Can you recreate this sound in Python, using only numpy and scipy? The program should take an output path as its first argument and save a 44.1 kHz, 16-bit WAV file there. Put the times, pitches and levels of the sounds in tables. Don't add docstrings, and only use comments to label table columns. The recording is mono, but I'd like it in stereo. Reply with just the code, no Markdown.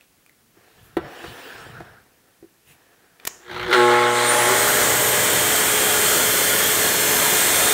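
import sys
import numpy as np
from scipy import signal
from scipy.fft import rfft, irfft, next_fast_len
from scipy.io import wavfile
from scipy.ndimage import uniform_filter1d, map_coordinates

SR = 44100
rng = np.random.default_rng(int(sys.argv[2]) if len(sys.argv) > 2 else 0)


def convert_level_to_amplitude(level_db):
    exponent = np.asarray(level_db, float) / 20
    return 10 ** exponent


def store_wav(level_fs):
    pcm = np.round(np.clip(np.atleast_2d(level_fs), -1, 1) * 32767)
    wavfile.write(sys.argv[1], SR, pcm.T.astype(np.int16))


N = 340893
T = np.arange(N) / SR

# hz, density_db
SHAKING = [(20, -40), (35, -10), (60, -9), (110, -4.5), (150, -6.5), (220, -12.5), (300, -57)]
# time_s, level_db
CURRENT = [(3.4, -60), (3.474, -45.5), (3.49, -40), (3.56, -32), (3.68, -29.5), (3.705, -22), (3.727, -22),
           (3.729, -21), (4.4, -21.5), (4.8, -26.5), (5.4, -39), (5.9, -48), (7.73, -41)]
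# time_s, pitch_hz, level_db
STEADY = [(4.87, 12748, -36), (5.07, 12677, -28), (5.17, 12721, -36), (5.18, 12720, -50), (5.2, 12714, -35),
          (5.28, 12736, -39), (5.35, 12703, -27), (5.39, 12736, -45), (5.46, 12747, -32),
          (5.54, 12803, -33), (5.77, 12778, -41), (5.89, 12742, -29), (5.9, 12758, -32), (6.02, 12740, -30),
          (6.23, 12773, -31), (6.34, 12753, -29), (6.36, 12763, -30), (7.38, 12759, -31), (7.5, 12754, -36),
          (7.63, 12780, -30), (7.69, 12742, -37), (7.72, 12751, -34)]

MAINS_HZ, FIRST_KICK_S, FULL_POWER_S = 60, 3.479, 3.728
FULL_HZ, FULL_S = 425.2, 4.87
BARS = 30
BUZZ_HZ = 120.52


def unit(x):
    return x / np.sqrt(np.mean(x ** 2) + 1e-20)


def along(points, hz):
    f, v = np.transpose(points)
    return np.interp(np.log(hz + 1), np.log(f + 1), v)


def level_curve(rows):
    s, db = np.transpose(rows)
    return np.interp(T, s, db, left=-120)


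def wobble(rate):
    knots = rng.standard_normal(int(N * rate / SR) + 4)
    coarse = map_coordinates(knots, [T[::16] * rate])
    return np.interp(T, T[::16], coarse)


def filtered(x, response):
    m = next_fast_len(N + 8192)
    return irfft(rfft(x, m) * response(np.fft.rfftfreq(m, 1 / SR)), m)[..., :N]


def bell(hz, centre, width):
    return 1 / (1 + (2 * (hz - centre) / width) ** 2)


def rush(spectrum, patchy_db, peaks=()):
    z = signal.stft(rng.standard_normal(N), nperseg=512)[2]
    patches = uniform_filter1d(rng.standard_normal(z.shape), size=6, axis=0)
    patches = uniform_filter1d(patches, size=10, axis=1)
    noise = signal.istft(z * convert_level_to_amplitude(patchy_db * unit(patches)), nperseg=512)[1][:N]
    boost = lambda hz: sum(db * bell(hz, c, w) for c, w, db in peaks)
    return unit(filtered(noise, lambda hz: convert_level_to_amplitude(along(spectrum, hz) + boost(hz))))


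def ring(modes, scatter_db):
    t = T[:SR // 4]
    out = 0
    for hz, db, t60 in modes:
        level = convert_level_to_amplitude(db + scatter_db * rng.standard_normal() - 60 * t / t60)
        onset = 1 - np.exp(-2 * t * hz)
        out = out + level * np.sin(2 * np.pi * hz * t) * onset
    return out


def shop(x):
    # hz, t60_s
    decay = [(200, 1), (2000, 0.36), (7000, 0.047), (14000, 0.03)]
    hz, t, z = signal.stft(rng.standard_normal(SR // 2), SR, nperseg=256)
    tail = signal.istft(z * convert_level_to_amplitude(-60 * t / along(decay, hz)[:, None]), SR, nperseg=256)[1]
    return signal.fftconvolve(np.pad(x, (300, 0)), tail / np.linalg.norm(tail))[:N]


def swell(s, db, half):
    return convert_level_to_amplitude(db) * np.exp(-((T - s) / half) ** 2)


def push(start, length, rise, fall):
    u, top = np.clip((T - start) / length, 0, 1), rise / (rise + fall)
    return (u / top) ** rise * ((1 - u) / (1 - top)) ** fall


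def surge():
    decay_s = 0.0301
    return (T > FULL_POWER_S) * np.exp(-np.abs(T - FULL_POWER_S) / decay_s)


def turns_hz():
    lag_hz, lag_power = 424, 2.2
    climb = np.maximum(FULL_HZ - lag_hz * np.maximum(FULL_S - T, 0) ** lag_power, 0)
    s, hz, _ = np.transpose(STEADY)
    return np.where(T < FULL_S, climb, np.interp(T, s, hz) / BARS)


def speed_db(least=0.53):
    return 20 * np.log10(np.clip(turns_hz() / FULL_HZ, least, 1))


def rippled(x):
    fixed_db, shifting_db = 1.8, 1.3
    z = signal.stft(x, nperseg=4096)[2]
    still = uniform_filter1d(rng.standard_normal((len(z), 1)), size=2, axis=0)
    moving = uniform_filter1d(rng.standard_normal(z.shape), size=14, axis=0)
    moving = uniform_filter1d(moving, size=12, axis=1)
    depth = np.minimum(np.arange(len(z))[:, None] / 80, 1)
    gain_db = depth * (fixed_db * unit(still) + shifting_db * unit(moving))
    return unit(signal.istft(z * convert_level_to_amplitude(gain_db), nperseg=4096)[1][:N])


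def room_tone():
    # hz, density_db
    tone_spectrum = [(15, -30), (25, 2), (312, 9), (642, 1), (920, -12), (1080, -3), (1320, -2), (3000, -6),
                     (3900, -42), (6600, -120)]
    return convert_level_to_amplitude(-66) * rush(tone_spectrum, patchy_db=1.5)


def preamp_hiss():
    # hz, density_db
    preamp_spectrum = [(25, 0), (500, -6), (2000, -5.5), (8000, -5.5), (16000, -6)]
    return convert_level_to_amplitude(-58.5) * rush(preamp_spectrum, patchy_db=0.5)


def clicks():
    # time_s, level_db, pitch_hz
    handling = [(.0098, -40.5, 2600), (.2632, -41, 2430), (.2952, -41, 2050)]
    t60_s, crack_gain = .011, 0.67
    out, t = np.zeros(N), T[:SR // 20]
    for s, db, hz in handling:
        crack = crack_gain * convert_level_to_amplitude(-180 * t / t60_s) * rng.standard_normal(len(t))
        body = ring([(hz, 0, t60_s)], scatter_db=1)[:len(t)]
        out[round(s * SR):][:len(t)] += convert_level_to_amplitude(db) * (body + crack)
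    return out + convert_level_to_amplitude(-10) * shop(out)


def brushes():
    # time_s, level_db, half_length_s, treble_db
    cloth = [(0.855, -57, .04, 6), (2.707, -51.5, 0.043, -9)]
    out = 0
    for s, db, half, treble_db in cloth:
        spectrum = [(1000, -27), (2600, -3), (4500, -20), (11000, treble_db - 4), (16000, treble_db - 7)]
        out = out + swell(s, db, half) * rush(spectrum, patchy_db=2.0)
    return out


def slide():
    # start_s, length_s, scrape_db, hiss_db
    strokes = [(0, 0.073, -68, -63), (0.543, 0.73, -59.5, -61), (0.995, 1.17, -41.5, -44.5),
               (2.084, 0.52, -70, -83), (2.66, 0.82, -63.5, -71), (3.194, 0.36, -54.5, -56)]
    # time_s, level_db, half_length_s
    shudders = [(.6, -65, 0.044), (0.837, -52, 0.053), (1.026, -42, 0.064), (1.29, -46, 0.062),
                (1.555, -49, 0.016), (1.77, -47.5, 0.2), (2.435, -62, 0.034), (2.7, -67, .05)]
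    # hz, density_db
    scrape_spectrum = [(120, -46), (200, -14), (258, 0.5), (294, -2.5), (476, 3.5), (598, -6.5),
                       (720, -0.5), (1170, -4.5), (1550, -5), (2060, -7.5), (4330, -20.5), (5510, -21),
                       (6000, -40.5), (7800, -43), (13200, -120)]
    # centre_hz, width_hz, boost_db
    rail = [(700, 150, 3), (1750, 350, 7), (5500, 250, 7)]
    # hz, density_db
    hiss_spectrum = [(1470, -32), (2500, -0.5), (3110, -1), (5560, -11), (6150, -12), (14700, -17),
                     (16000, -8)]
    # hz, density_db
    rasp_spectrum = [(900, -42), (1300, -3), (1600, -1.5), (1850, -5.5), (2100, -27), (4000, -60)]

    before_kicks = T < FIRST_KICK_S
    force, speed, rasping = convert_level_to_amplitude(-71.5) * before_kicks, convert_level_to_amplitude(-77) * before_kicks, 0
    for start, length, scrape_db, hiss_db in strokes:
        force = force + convert_level_to_amplitude(scrape_db) * push(start, length, rise=0.37, fall=1.46)
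        speed = speed + convert_level_to_amplitude(hiss_db) * push(start, length, rise=1.37, fall=3.1)
        rasping = rasping + convert_level_to_amplitude(scrape_db - 4) * push(start, length, rise=2.6, fall=2.6)
    shake = convert_level_to_amplitude(-74) + sum(swell(*row) for row in shudders)

    grains = convert_level_to_amplitude(wobble(30) + 1.2 * wobble(150))
    scrape = force * unit(grains * rush(scrape_spectrum, patchy_db=0.5, peaks=rail))
    rumble = shake * convert_level_to_amplitude(0.81 * wobble(5.9)) * rush(SHAKING, patchy_db=3.0)
    rasp = rasping * rush(rasp_spectrum, patchy_db=4.5)
    return scrape + rasp + rumble + speed * rush(hiss_spectrum, patchy_db=2.5)


def knocks():
    # time_s, level_db, hardness_db, favoured_mode_hz
    blows = [(.571, -46, 0, 345), (.9685, -14, 6, 345), (1.241, -28, 5, 480), (1.55, -37, -4, 90),
             (1.665, -35, -4, 480), (1.8035, -33, 9, 420), (2.4265, -35, -12, 385), (2.4415, -36, -16, 350)]
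    # hz, level_db, t60_s
    sheet = [(75, -6, .12), (110, -7, .12), (172, -5, .1), (345, 0, .08), (385, -3, .07), (479, -4, .07),
             (711, -5, .08), (958, -7, .04)]
    # hz, density_db
    thud_spectrum = [(150, -31), (400, -7), (700, 7), (1000, -1), (2200, -3), (2700, -17), (4300, -16),
                     (5000, -30), (16000, -31)]
    out, thud = np.zeros(N + SR), np.zeros(N + SR)
    for s, db, hard_db, spot_hz in blows:
        loss_db = 11 - hard_db
        modes = [(hz, level - loss_db * abs(np.log2(hz / spot_hz)), t60) for hz, level, t60 in sheet]
        blow = ring(modes, scatter_db=1.5)
        start = round(s * SR)
        out[start:][:len(blow)] += convert_level_to_amplitude(db) * blow
        thud[start:][:len(blow)] += convert_level_to_amplitude(db + hard_db - 11 - 60 * T[:len(blow)] / 0.055)
    out, thud = out[:N], thud[:N] * rush(thud_spectrum, patchy_db=0.5)
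    return out + thud + shop(convert_level_to_amplitude(-24) * out + convert_level_to_amplitude(-11) * thud)


def ticks():
    # time_s, level_db, brightness_db
    snaps = [(3.199, -30, -18), (3.2518, -20, 1.5), (3.269, -19, -9), (3.2728, -21.5, 10),
             (3.275, -18.5, 7.5), (3.577, -48, 7), (3.635, -48, 6), (3.707, -25, -6)]
    # hz, level_db, t60_s
    casing = [(1500, -4, .015), (1900, -2, .015), (2400, -1, .015), (3000, -5, .012), (3500, -5, .012),
              (4330, -9, .012)]
    # hz, level_db, t60_s
    contact = [(7000, -2, 0.0092), (10300, -18, .012), (11700, -6.5, 0.013), (12540, -12, 0.011)]
    # hz, density_db
    blade = [(2500, -39), (5000, -4), (7000, 6), (8200, -4), (11000, -15), (16000, -14)]
    out, shimmer = np.zeros(N + SR), np.zeros(N + SR)
    for s, db, bright_db in snaps:
        body = ring(casing, scatter_db=2)
        t, start = T[:len(body)], round(s * SR)
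        crack = 1.83 * convert_level_to_amplitude(-60 * t / 0.017) * rng.standard_normal(len(t))
        bright = convert_level_to_amplitude(bright_db) * (ring(contact, scatter_db=6) + crack)
        out[start:][:len(t)] += convert_level_to_amplitude(db - 8.5) * (body + bright)
        shimmer[start:][:len(t)] += convert_level_to_amplitude(db + bright_db - 37 - 60 * t / 0.5)
    return out[:N] + convert_level_to_amplitude(-19.5) * shop(out[:N]) + shimmer[:N] * rush(blade, patchy_db=2.0)


def tones():
    # hz, level_db
    lines = [(1071, -47), (1429, -48), (1550, -48), (1728, -50), (1787, -47), (2143, -42), (2439, -47),
             (2470, -49), (2697, -51), (2805, -46), (3090, -49), (3273, -49), (3472, -46), (3655, -44),
             (4237, -48), (4290, -48), (4340, -49), (4404, -51), (4570, -51), (5120, -49), (5243, -50),
             (5370, -52), (5599, -50), (5798, -50), (6252, -49), (6368, -46), (6810, -47), (7135, -49),
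             (7488, -46), (8101, -48), (8335, -46), (8452, -45), (9711, -45), (10212, -53), (10718, -44),
             (10950, -48), (11902, -51), (12199, -49), (12478, -51), (13765, -46), (13900, -49),
             (13998, -48), (14470, -49), (15014, -50)]
    # time_s, gain_db
    rise = [(4.7, -28), (5.2, -1), (5.7, -0.5), (7.1, 4.5), (7.73, 5)]
    out = 0
    for hz, db in lines:
        level = convert_level_to_amplitude(db + 2.5 * wobble(2) + 2 * wobble(7))
        out = out + level * np.sin(2 * np.pi * hz * T + hz / 4500 * wobble(40))
    return np.sqrt(2) * convert_level_to_amplitude(level_curve(rise)) * out


def bench_rumble():
    jolt = swell(3.62, -38, 0.082)
    running = (T > FIRST_KICK_S) * convert_level_to_amplitude(np.maximum(-42 + 12 * speed_db(), -61))
    return (jolt + running) * rush(SHAKING, patchy_db=1.0)


def shaft():
    # pitch_hz, level_db
    climbing_whine = [(7400, -57), (8300, -34), (9000, -20.5), (9800, -31.5), (10900, -28.5), (11400, -56),
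                      (12050, -46), (12450, -29), (12800, -37)]
    # multiple_of_shaft_speed, level_db
    low_orders = [(1, -34.5), (2, -44.5), (4, -43), (10, -52), (15, -48)]
    turns, slow_db = turns_hz(), speed_db()
    jitter = 1 + 0.00042 * wobble(40) + 0.000403 * wobble(8)
    phase = 2 * np.pi * np.cumsum(turns * jitter) / SR

    s, _, steady_db = np.transpose(STEADY)
    whine_db = np.where(T < FULL_S, along(climbing_whine, BARS * turns), np.interp(T, s, steady_db))
    whine_db = whine_db + wobble(9) + 0.82 * wobble(25)
    sides_db = -14.5 - 6 * np.abs(T - FULL_S)
    ripple = 1 + 2 * convert_level_to_amplitude(sides_db) * np.sin(2 * np.pi * BUZZ_HZ * T)
    whine = convert_level_to_amplitude(whine_db) * ripple * np.sin(BARS * phase)

    orders = 0
    for k, db in low_orders:
        bench_db = 14 * bell(k * turns, 380, 24)
        orders = orders + convert_level_to_amplitude(db + 3.7 * slow_db + bench_db + 1.1 * wobble(5)) * np.sin(k * phase)
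    glide = swell(4.23, -37, .09) * convert_level_to_amplitude(3 * wobble(60)) * np.sin(13.3 * phase + wobble(80))
    return np.sqrt(2) * (turns > 0) * (whine + orders + glide)


def buzz():
    # multiple_of_buzz_pitch, level_db, fade_db (lost by one second after 3.78 s)
    windings = [(1, -37, -0.5), (2, -29, 19), (3, -16, 31.5), (4, -21.5, 12), (5, -28.5, 3), (6, -59, 15),
                (7, -18, 14), (8, -58, 11), (9, -22.5, 11.5), (10, -53, -9.5), (11, -24.5, 9.5),
                (13, -53, 1), (14, -27, 37), (16, -44, -6), (17, -39, 6), (18, -33, 3)]
    ends_s = 5.44
    jump = surge()
    hz = BUZZ_HZ + 17.83 * jump ** 2
    db = np.where(T < FULL_POWER_S, level_curve(CURRENT) + 13, -11 * jump)
    db = db - 400 * np.maximum(T - ends_s, 0)
    damp_db = np.where(T < FULL_POWER_S, 9, 2 * (T - FULL_POWER_S) - 9 * jump)
    phase = 2 * np.pi * np.cumsum(hz) / SR
    since = np.maximum(T - 3.78, 0) ** 0.87
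    stack = 0
    for k, level, fade in windings:
        far_db = np.abs(damp_db * np.log2(k / 3.2))
        rough = np.clip(damp_db, 0, 20) * .3 * wobble(45) + wobble(5)
        overtone = np.sin(k * phase + rough / 3 + rng.uniform(0, 2 * np.pi))
        stack = stack + convert_level_to_amplitude(level - fade * since - far_db + rough) * overtone
    return np.sqrt(2) * convert_level_to_amplitude(db) * stack


def growl():
    # hz, density_db
    growl_spectrum = [(60, -46), (170, -23), (260, -19.5), (400, -9.5), (600, -5), (1300, -1), (2100, -3),
                      (2600, -10.5), (3500, -8.5), (4300, -13), (4900, -20.5), (9000, -32.5), (16000, -36)]
    # centre_hz, width_hz, boost_db
    kicked_bands = [(1450, 250, 2.5), (2050, 170, 2.5), (2800, 500, -1.5), (4030, 500, 2)]
    cycle = (T - FIRST_KICK_S) * MAINS_HZ
    kick = np.clip(cycle.astype(int), 0, MAINS_HZ - 1)
    size_db = 1.5 * rng.standard_normal(MAINS_HZ)[kick]
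    kicks_db = size_db + 4 - 9 * (cycle % 1)
    pulse_db = np.where(T < FULL_POWER_S, kicks_db, 1.5 * np.sin(4 * np.pi * cycle))
    level_db = level_curve(CURRENT) + 10 * surge() + pulse_db + wobble(29.76)
    return convert_level_to_amplitude(level_db) * rush(growl_spectrum, patchy_db=2.0, peaks=kicked_bands)


def air_roar():
    # hz, density_db
    roar_spectrum = [(35, -49), (60, -17.5), (323, -7.5), (427, -5), (503, -6), (1010, -10), (1860, -4),
                     (2650, -14.5), (3190, -9.5), (3850, -15.5), (4860, -17.5), (8320, -9.5),
                     (11500, -16.5), (13300, -16), (16000, -19.5)]
    # centre_hz, width_hz, boost_db
    housing = [(1750, 210, -3), (3200, 510, 1.5), (4220, 180, 3), (6860, 1200, 2.5), (8800, 400, 3),
               (9700, 150, 0.5), (10200, 360, -4.5), (13400, 350, 4), (14600, 300, 4), (15200, 300, 4),
               (14100, 370, 4.5)]
    # centre_hz, width_hz, level_db, top_s, half_length_s
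    moving_bands = [(3200, 200, -5.5, 5.83, 0.53), (3550, 180, -10, 6.8, 0.68)]
    creep_db = -57 - 82 * (FULL_POWER_S - T)
    running_db = np.maximum(-18 + 1.5 * speed_db(least=.01), -31.5)
    roar_db = np.where(T < FULL_POWER_S, creep_db, running_db) + 0.4 * wobble(7) + 0.2 * wobble(18)
    roar = convert_level_to_amplitude(roar_db) * rippled(rush(roar_spectrum, patchy_db=0.4, peaks=housing))
    edges = filtered(roar, lambda hz: 1 / (1 + (hz / 450) ** 4) + 1 / (1 + (11000 / (hz + 1)) ** 8))
    roar = roar - (1 - convert_level_to_amplitude(1.8 * speed_db())) * edges
    travel = 0
    for hz, width, db, s, half in moving_bands:
        travel = travel + swell(s, db, half) * filtered(roar, lambda f: bell(f, hz, width))
    return roar + travel


def scene():
    handling = clicks() + brushes() + slide() + knocks() + ticks()
    motor = tones() + bench_rumble() + shaft() + buzz() + growl() + air_roar()
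    mix = room_tone() + handling + motor
    return np.array([mix, mix])


def band_limit(x):
    return signal.sosfilt(signal.butter(12, 16420, fs=SR, output="sos"), x)


def record(dry):
    bass_cut_hz, clip_level, top_hz = 40, .66, 15740
    hiss = np.array([preamp_hiss() for _ in dry])
    bass_cut = lambda hz: (1j * hz / bass_cut_hz) / (1 + 1j * hz / bass_cut_hz)
    taken = filtered(dry + hiss, bass_cut)
    taken = taken / (1 + np.abs(taken / clip_level) ** 5) ** (1 / 5)
    return band_limit(filtered(taken, lambda hz: hz < top_hz))


dry = scene()
out = record(dry)
store_wav(out)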